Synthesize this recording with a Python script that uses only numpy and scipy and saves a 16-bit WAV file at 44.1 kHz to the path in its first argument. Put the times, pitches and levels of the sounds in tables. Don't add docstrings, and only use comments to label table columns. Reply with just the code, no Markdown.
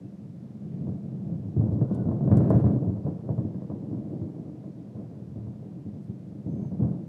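import sys
import numpy as np
from scipy import signal
from scipy.io import wavfile

SR = 44100
rng = np.random.default_rng(int(sys.argv[2]) if len(sys.argv) > 2 else 0)


def digitize_waveform(pressure):
    field = np.atleast_2d(pressure).T
    bounded = np.clip(field, -1, 1)
    quanta = np.round(bounded * 32767).astype(np.int16)
    wavfile.write(sys.argv[1], SR, quanta)


N = 312228
TIME = np.arange(N) / SR
ATTACK_S = 0.014

# (time [s], hold [s], boom [dB], rattle [dB], front accent [dB], front brightness [dB/octave])
CLAP_CUES = [(0.871,0.035,-32.5,-43.5,0.5,-6.5), (1.326,0.027,-37.5,-57,-4.5,-0.5),
             (1.454,0.018,-35.5,-56.5,-1.5,-4), (1.565,0.035,-25,-41,-1.5,-4.5),
             (1.611,0.057,-28.5,-41.5,-2.5,-0.5), (1.72,0.044,-25.5,-45.5,-6.5,-2),
             (1.813,0.028,-26,-38,0,1), (1.851,0.0079,-34.5,-50,-2,-3), (1.912,0.031,-25.5,-41.5,6.5,-3),
             (2.056,0.027,-25,-40.5,-4,-7.5), (2.085,0.017,-25.5,-40,2,-5), (2.114,0.016,-37,-40,2,-1),
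             (2.208,0.029,-26,-43.5,5.5,-5), (2.275,0.021,-28.5,-38.5,3.5,1.5),
             (2.315,0.036,-17.5,-36,2,5.5), (2.37,0.019,-19.5,-31,-4.5,-5), (2.406,0.093,-25,-33,0.5,1),
             (2.5048,0.014,-21.5,-36,14.5,-4), (2.5403,0.014,-19,-33,4.5,-4),
             (2.565,0.022,-23,-37.5,-1,-4.5), (2.595,0.012,-30.5,-34,-2,-1),
             (2.641,0.011,-19.5,-32,-2.5,-4), (2.666,0.0088,-23.5,-33,-0.5,-1.5),
             (2.698,0.047,-23,-35,-3.5,-3), (2.821,0.014,-31,-39,0,-9.5), (2.871,0.01,-24,-50,1.5,-2.5),
             (2.9,0.014,-30.5,-51,0,0), (2.962,0.012,-37.5,-49,1,-1.5), (3.046,0.033,-28,-45.5,-6.5,-1.5),
             (3.066,0.021,-32.5,-39,5,-6.5), (3.2905,0.0088,-36.5,-43,11,-5),
             (3.299,0.017,-29.5,-50,3,-6.5), (3.379,0.015,-27,-38,-3,-3), (3.446,0.013,-30,-55,5.5,0),
             (3.545,0.016,-32,-54,-3,8), (3.62,0.022,-37,-45.5,2.5,-5), (3.7,0.024,-31.5,-41,0.5,-4.5),
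             (3.912,0.027,-35.5,-46.5,-1,-5.5), (3.965,0.008,-37,-54,8.5,-22),
             (4.105,0.033,-39.5,-49,-12,0), (4.215,0.038,-36,-51,1,2), (4.39,0.018,-39.5,-58,-1,-2),
             (4.477,0.023,-40.5,-50.5,1,-5), (4.639,0.025,-38.5,-56,2,-4), (4.949,0.06,-36.5,-46,-3,-7),
             (5.111,0.031,-44,-51,-7,2), (5.359,0.0083,-37,-65,16,-3), (5.47,0.022,-38,-52.5,1,-3),
             (5.627,0.035,-49,-50,-0.5,-10), (5.862,0.024,-36.5,-57,0,-3), (5.93,0.068,-37.5,-53.5,-6,-6),
             (6.092,0.011,-34,-59,-9,-4), (6.461,0.19,-30.5,-48,-9.5,-6), (6.717,0.015,-32.5,-46,-3.5,-4),
             (6.795,0.04,-25.5,-41,-7,-9), (6.818,0.032,-27,-40,-5,-14.5), (6.843,0.012,-28.5,-44,0,-2)]
# (frequency [Hz], level [dB])
SNAP_SPECTRUM = [(500, -13.5), (1000, 7.5), (1600, 3.5), (2300, -11), (3200, -19), (4800, -24), (6000, -29)]


def roll():
    # (frequency [Hz], level [dB])
    deep_spectrum = [(28, -46), (45, -35.5), (62, -14), (88, -3), (116, 8.5), (136, 1.5), (180, -15),
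                     (400, -58)]
    boom_spectrum = [(40, -50), (62, -34.5), (90, -14.5), (125, -0.5), (152, -2.5), (180, 0), (212, 0.5),
                     (242, -13), (310, -14), (420, -27.5), (700, -40)]
    hollow_spectrum = [(80, -45.5), (170, -19), (250, 0), (305, 5), (380, -8), (470, -16.5), (700, -22.5)]
    rattle_spectrum = [(120, -19.5), (280, -5), (410, 4.5), (520, 2), (660, -2.5), (820, -12), (1020, -17),
                       (1300, -27), (1560, -35), (1850, -43.5), (2500, -56.5)]
    sizzle_spectrum = [(2000, 2), (4500, 0), (6500, -6.5), (9000, -4), (11000, -8), (13000, -23)]
    # (time [s], deep send [dB], hollow send [dB])
    wave_blend = [(0, -9.5, -9.5), (.9, -26, -23), (1.45, -6, -20), (1.6, 1.5, -13), (2.5, -3, -7.5),
                  (3.4, -11.5, -8.5), (4.3, -17.5, -3), (5.4, 2.5, -9), (5.8, -9, -12), (6.85, -7.5, -12)]
    deep_db, hollow_db = follow(wave_blend)
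    boom_db, rattle_db = thunder_levels()
    boom = crowd(boom_spectrum, per_s=700, spread_db=0.5, span_s=0.081) * gain_of(boom_db - 2)
    deep = crowd(deep_spectrum, per_s=570, spread_db=3, span_s=0.09) * gain_of(boom_db + deep_db - 3.5)
    hollow = crowd(hollow_spectrum, per_s=700, spread_db=2, span_s=1) * gain_of(boom_db + hollow_db - 2)
    rattle = crowd(rattle_spectrum, per_s=1100, spread_db=0.5, span_s=0.091) * gain_of(rattle_db - 3.5)
    loud_rattle_db = -32.5
    drive_db = rattle_db - loud_rattle_db
    crackle = crowd(SNAP_SPECTRUM, per_s=1700, spread_db=1.5, span_s=0.071)
    crackle *= gain_of(-61.5 + 2.3 * drive_db)
    sizzle = crowd(sizzle_spectrum, per_s=4100, spread_db=2.5, span_s=0.1)
    sizzle *= gain_of(-77 + 1.4 * drive_db)
    return boom + deep + hollow + rattle + crackle + sizzle


def thunder_levels(tumble_db=1.0, release_db_per_s=203.5):
    # (time [s], boom [dB], rattle [dB])
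    roll_envelope = [(0.0, -40, -56.5), (0.55, -38.5, -55), (0.82, -29.5, -50.5), (1.02, -34, -49.5),
                     (1.33, -29, -49.5), (1.53, -37.5, -51.5), (1.65, -25.5, -41.5), (1.88, -35.5, -43),
                     (1.98, -28.5, -38.5), (2.18, -31, -41.5), (2.3, -23, -36.5), (2.36, -26.5, -33.5),
                     (2.49, -27.5, -38), (2.78, -28, -40.5), (3.0, -35, -45.5), (3.25, -35, -45.5),
                     (3.35, -34.5, -47), (3.42, -37.5, -48.5), (3.5, -35.5, -48), (3.66, -43.5, -52),
                     (3.85, -33, -46), (4.22, -34.5, -49.5), (4.33, -38.5, -47.5), (4.6, -41.5, -52.5),
                     (5.6, -39.5, -53), (5.8, -38, -54.5), (6.05, -41.5, -57), (6.4, -37.5, -52),
                     (6.76, -33.5, -50.5), (6.92, -28.5, -41.5), (7.08, -37.5, -56.5)]
    drift_db = tumble_db * waver(rate_hz=9)
    boom_power, rattle_power = (gain_of(db + drift_db) ** 2 for db in follow(roll_envelope))
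    for s, hold_s, boom_db, rattle_db, _, _ in CLAP_CUES:
        envelope = swell(s, hold_s, release_db_per_s)
        boom_power += (gain_of(boom_db) * envelope) ** 2
        rattle_power += (gain_of(rattle_db) * envelope) ** 2
    return 10 * np.log10(boom_power), 10 * np.log10(rattle_power)


def claps(size=16384):
    # (frequency [Hz], level [dB])
    crack_spectrum = [(150, -15), (330, -0.5), (480, 6), (680, 2.5), (830, -12.5), (1050, -9.5),
                      (1350, -30), (1600, -24.5), (2000, -41), (2600, -52)]
    thump_spectrum = [(28, -51), (45, -30), (62, -24), (88, 0), (120, 3), (160, 2.5), (210, -4.5),
                      (260, -8), (420, -24), (700, -42)]
    out = np.zeros(N)
    front = signal.unit_impulse(size)
    for s, _, boom_db, rattle_db, accent_db, brightness in CLAP_CUES:
        crack_db = rattle_db + accent_db + 9.5
        thump_db = boom_db + 0.14 * accent_db + 6
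        steep_db = 0.19 * max(crack_db + 32, 0)
        snap_db = crack_db - 31.5 + steep_db + brightness
        tilted = [(hz, db + brightness * np.log2(hz / crack_spectrum[0][0])) for hz, db in crack_spectrum]
        late = stragglers(per_s=1200, spread_db=-3.5, decay_s=0.014, size=size)
        tearing = stragglers(per_s=3200, spread_db=3.5, decay_s=0.018, size=size)
        add(out, s, at_peak(colour(front + 0.96 * late, tilted), crack_db))
        add(out, s, at_peak(colour(front + 0.71 * tearing, SNAP_SPECTRUM), snap_db))
        add(out, s, at_peak(colour(front + 0.7 * late, thump_spectrum), thump_db))
    return out + gain_of(-7.5) * echoes(out)


def tears():
    # (time [s], level [dB], fade [dB/s])
    tear_cues = [(2.313, -46.5, 380.5), (2.503, -48.5, 239.5), (2.545, -55, 98.5)]
    envelope = sum(gain_of(db) * swell(s, 0, fade) for s, db, fade in tear_cues)
    return envelope * crowd(SNAP_SPECTRUM, per_s=3800, spread_db=3, span_s=0.017)


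def ticks(size=8192):
    # (time [s], peak [dB])
    tick_cues = [(1.9472, -47.5), (1.952, -50), (2.3676, -51.5), (2.3719, -38), (2.502, -42), (2.509, -51),
                 (2.542, -53.5), (2.574, -52), (2.599, -53.5)]
    # (frequency [Hz], level [dB])
    tick_spectrum = [(1000, -16), (3500, -5.5), (6000, -3.5), (8000, 0), (11000, -2), (12800, -15),
                     (14000, -24)]
    out, t = np.zeros(N), np.arange(size) / SR
    for s, db in tick_cues:
        scatter = 0.045 * rng.standard_normal(size) * np.exp(-t / 0.012)
        add(out, s, at_peak(colour(signal.unit_impulse(size) + scatter, tick_spectrum), db))
    return out


def rustles(slope_db_per_octave=-12.5):
    # (time [s], length [s], band centre [Hz], level at the crest [dB])
    rustle_cues = [(0.551, 0.4, 2100, -79), (1.702, 0.074, 4400, -77), (1.883, 0.12, 3600, -75),
                   (5.99, 0.11, 8500, -82)]
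    out = np.zeros(N)
    for s, length_s, hz, db in rustle_cues:
        size = int(length_s * SR)
        band = [(hz / 2, slope_db_per_octave), (hz, 0), (hz * 2, slope_db_per_octave)]
        grains = colour(shocks(per_s=2500, spread_db=0.5, size=size), band)
        add(out, s, gain_of(db) * unit_rms(grains) * signal.windows.hann(size))
    return out


def whistles(rise_s=0.07, fade_s=0.045, waver_hz=48.3, flutter_db=3.5):
    # (time [s], length [s], pitch at the ends [Hz], arch height [Hz], level [dB])
    whistle_cues = [(0.0,0.1,2630,6,-86), (1.83,0.27,1330,160,-71.5), (6.438,0.29,2220,62,-88.5),
                    (6.454,0.265,5960,450,-84)]
    out = np.zeros(N)
    for s, length_s, hz, arch_hz, db in whistle_cues:
        t = np.arange(0, length_s, 1 / SR)
        arch = np.sin(np.pi * t / length_s) + 0.17 * waver(waver_hz)[:len(t)]
        tone = np.sin(2 * np.pi * np.cumsum(hz + arch_hz * arch) / SR)
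        envelope = np.minimum(np.minimum(t / rise_s, (length_s - t) / fade_s), 1)
        flutter = gain_of(flutter_db * waver(waver_hz)[:len(t)])
        add(out, s, gain_of(db) * unit_rms(envelope * flutter * tone))
    return out + gain_of(-2) * echoes(out)


def hiss(whine_hz=15000):
    # (frequency [Hz], level [dB])
    hiss_spectrum = [(20, -5), (100, 4.5), (1000, 9.5), (2000, 3.5), (3000, -0.5), (5000, -2.5), (8000, -7),
                     (10500, -10.5), (13000, -15), (15000, -22)]
    bed = colour(rng.standard_normal(N), hiss_spectrum)
    whine = np.sin(2 * np.pi * whine_hz * TIME)
    return gain_of(-71) * unit_rms(bed) + gain_of(-104) * unit_rms(whine)


def echoes(x):
    # (frequency [Hz], time to fall 60 dB [s])
    decay_times = [(80, 0.4), (400, 0.25), (1500, 0.25), (8000, 0.23)]
    hz, t, reflections = signal.stft(shocks(per_s=2900, spread_db=3.8, size=SR), SR, nperseg=512)
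    decay = gain_of(-60 * t / curve_at(decay_times, hz)[:, None])
    tail = signal.istft(reflections * decay, SR, nperseg=512)[1]
    return signal.fftconvolve(x, tail / np.linalg.norm(tail))[:N]


def shocks(per_s, spread_db, size):
    height = gain_of(spread_db * np.minimum(rng.exponential(1, size), 4))
    return height * rng.choice([-1., 1.], size) * (rng.random(size) < per_s / SR)


def stragglers(per_s, spread_db, decay_s, size):
    t = np.arange(size) / SR
    trail = shocks(per_s, spread_db, size) * np.exp(-t / decay_s)
    return trail / np.linalg.norm(trail)


def crowd(spectrum, per_s, spread_db, span_s):
    waves = colour(shocks(per_s, spread_db, N), spectrum)
    window = signal.windows.hann(int(span_s * SR))
    power = signal.fftconvolve(waves ** 2, window, "same") / signal.fftconvolve(np.ones(N), window, "same")
    return waves / np.sqrt(abs(power) + 1e-14)


def swell(s, hold_s, release_db_per_s):
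    t = TIME - s
    attack = np.clip(t / ATTACK_S + 0.5, 0, 1)
    return attack * gain_of(-release_db_per_s * np.maximum(t - hold_s, 0))


def waver(rate_hz, count=24):
    hz, phase = rate_hz * rng.uniform(0.5, 1.5, count), rng.random(count)
    t = TIME[::100]
    sines = np.sin(2 * np.pi * (np.outer(t, hz) + phase))
    return unit_rms(np.interp(TIME, t, sines.sum(1)))


def colour(x, spectrum, size=8192):
    hz = abs(np.fft.fftfreq(size, 1 / SR))
    octaves_outside = abs(np.log2((hz + 1) / np.clip(hz + 1, spectrum[0][0], spectrum[-1][0])))
    db = np.maximum(curve_at(spectrum, hz) - 36 * octaves_outside, -130)
    minimum_phase = np.exp(np.conj(signal.hilbert(np.log(gain_of(db)))))
    wave = np.fft.ifft(minimum_phase).real[:size // 2]
    return signal.oaconvolve(x, wave * signal.windows.hann(size)[size // 2:])[:len(x)]


def curve_at(points, hz):
    point_hz, value = np.transpose(points)
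    return np.interp(np.log(hz + 1), np.log(point_hz + 1), value)


def follow(rows):
    s, *columns = np.transpose(rows)
    return [np.interp(TIME, s, column) for column in columns]


def gain_of(db):
    return 10 ** (np.asarray(db) / 20)


def unit_rms(x):
    return x / np.sqrt(np.mean(x ** 2) + 1e-20)


def at_peak(x, db):
    return gain_of(db) * x / abs(x).max()


def add(mix, s, sound):
    part = mix[round(s * SR):][:len(sound)]
    part += sound[:len(part)]


def scene():
    return (roll() + claps() + tears() + ticks() + rustles() + whistles() + hiss())[None]


def record(dry):
    cutoff_hz = 15300
    lowpass = signal.firwin(511, cutoff_hz, window=("kaiser", 9), fs=SR)
    return signal.oaconvolve(dry, lowpass[None], "same")


dry = scene()
out = record(dry)
digitize_waveform(out)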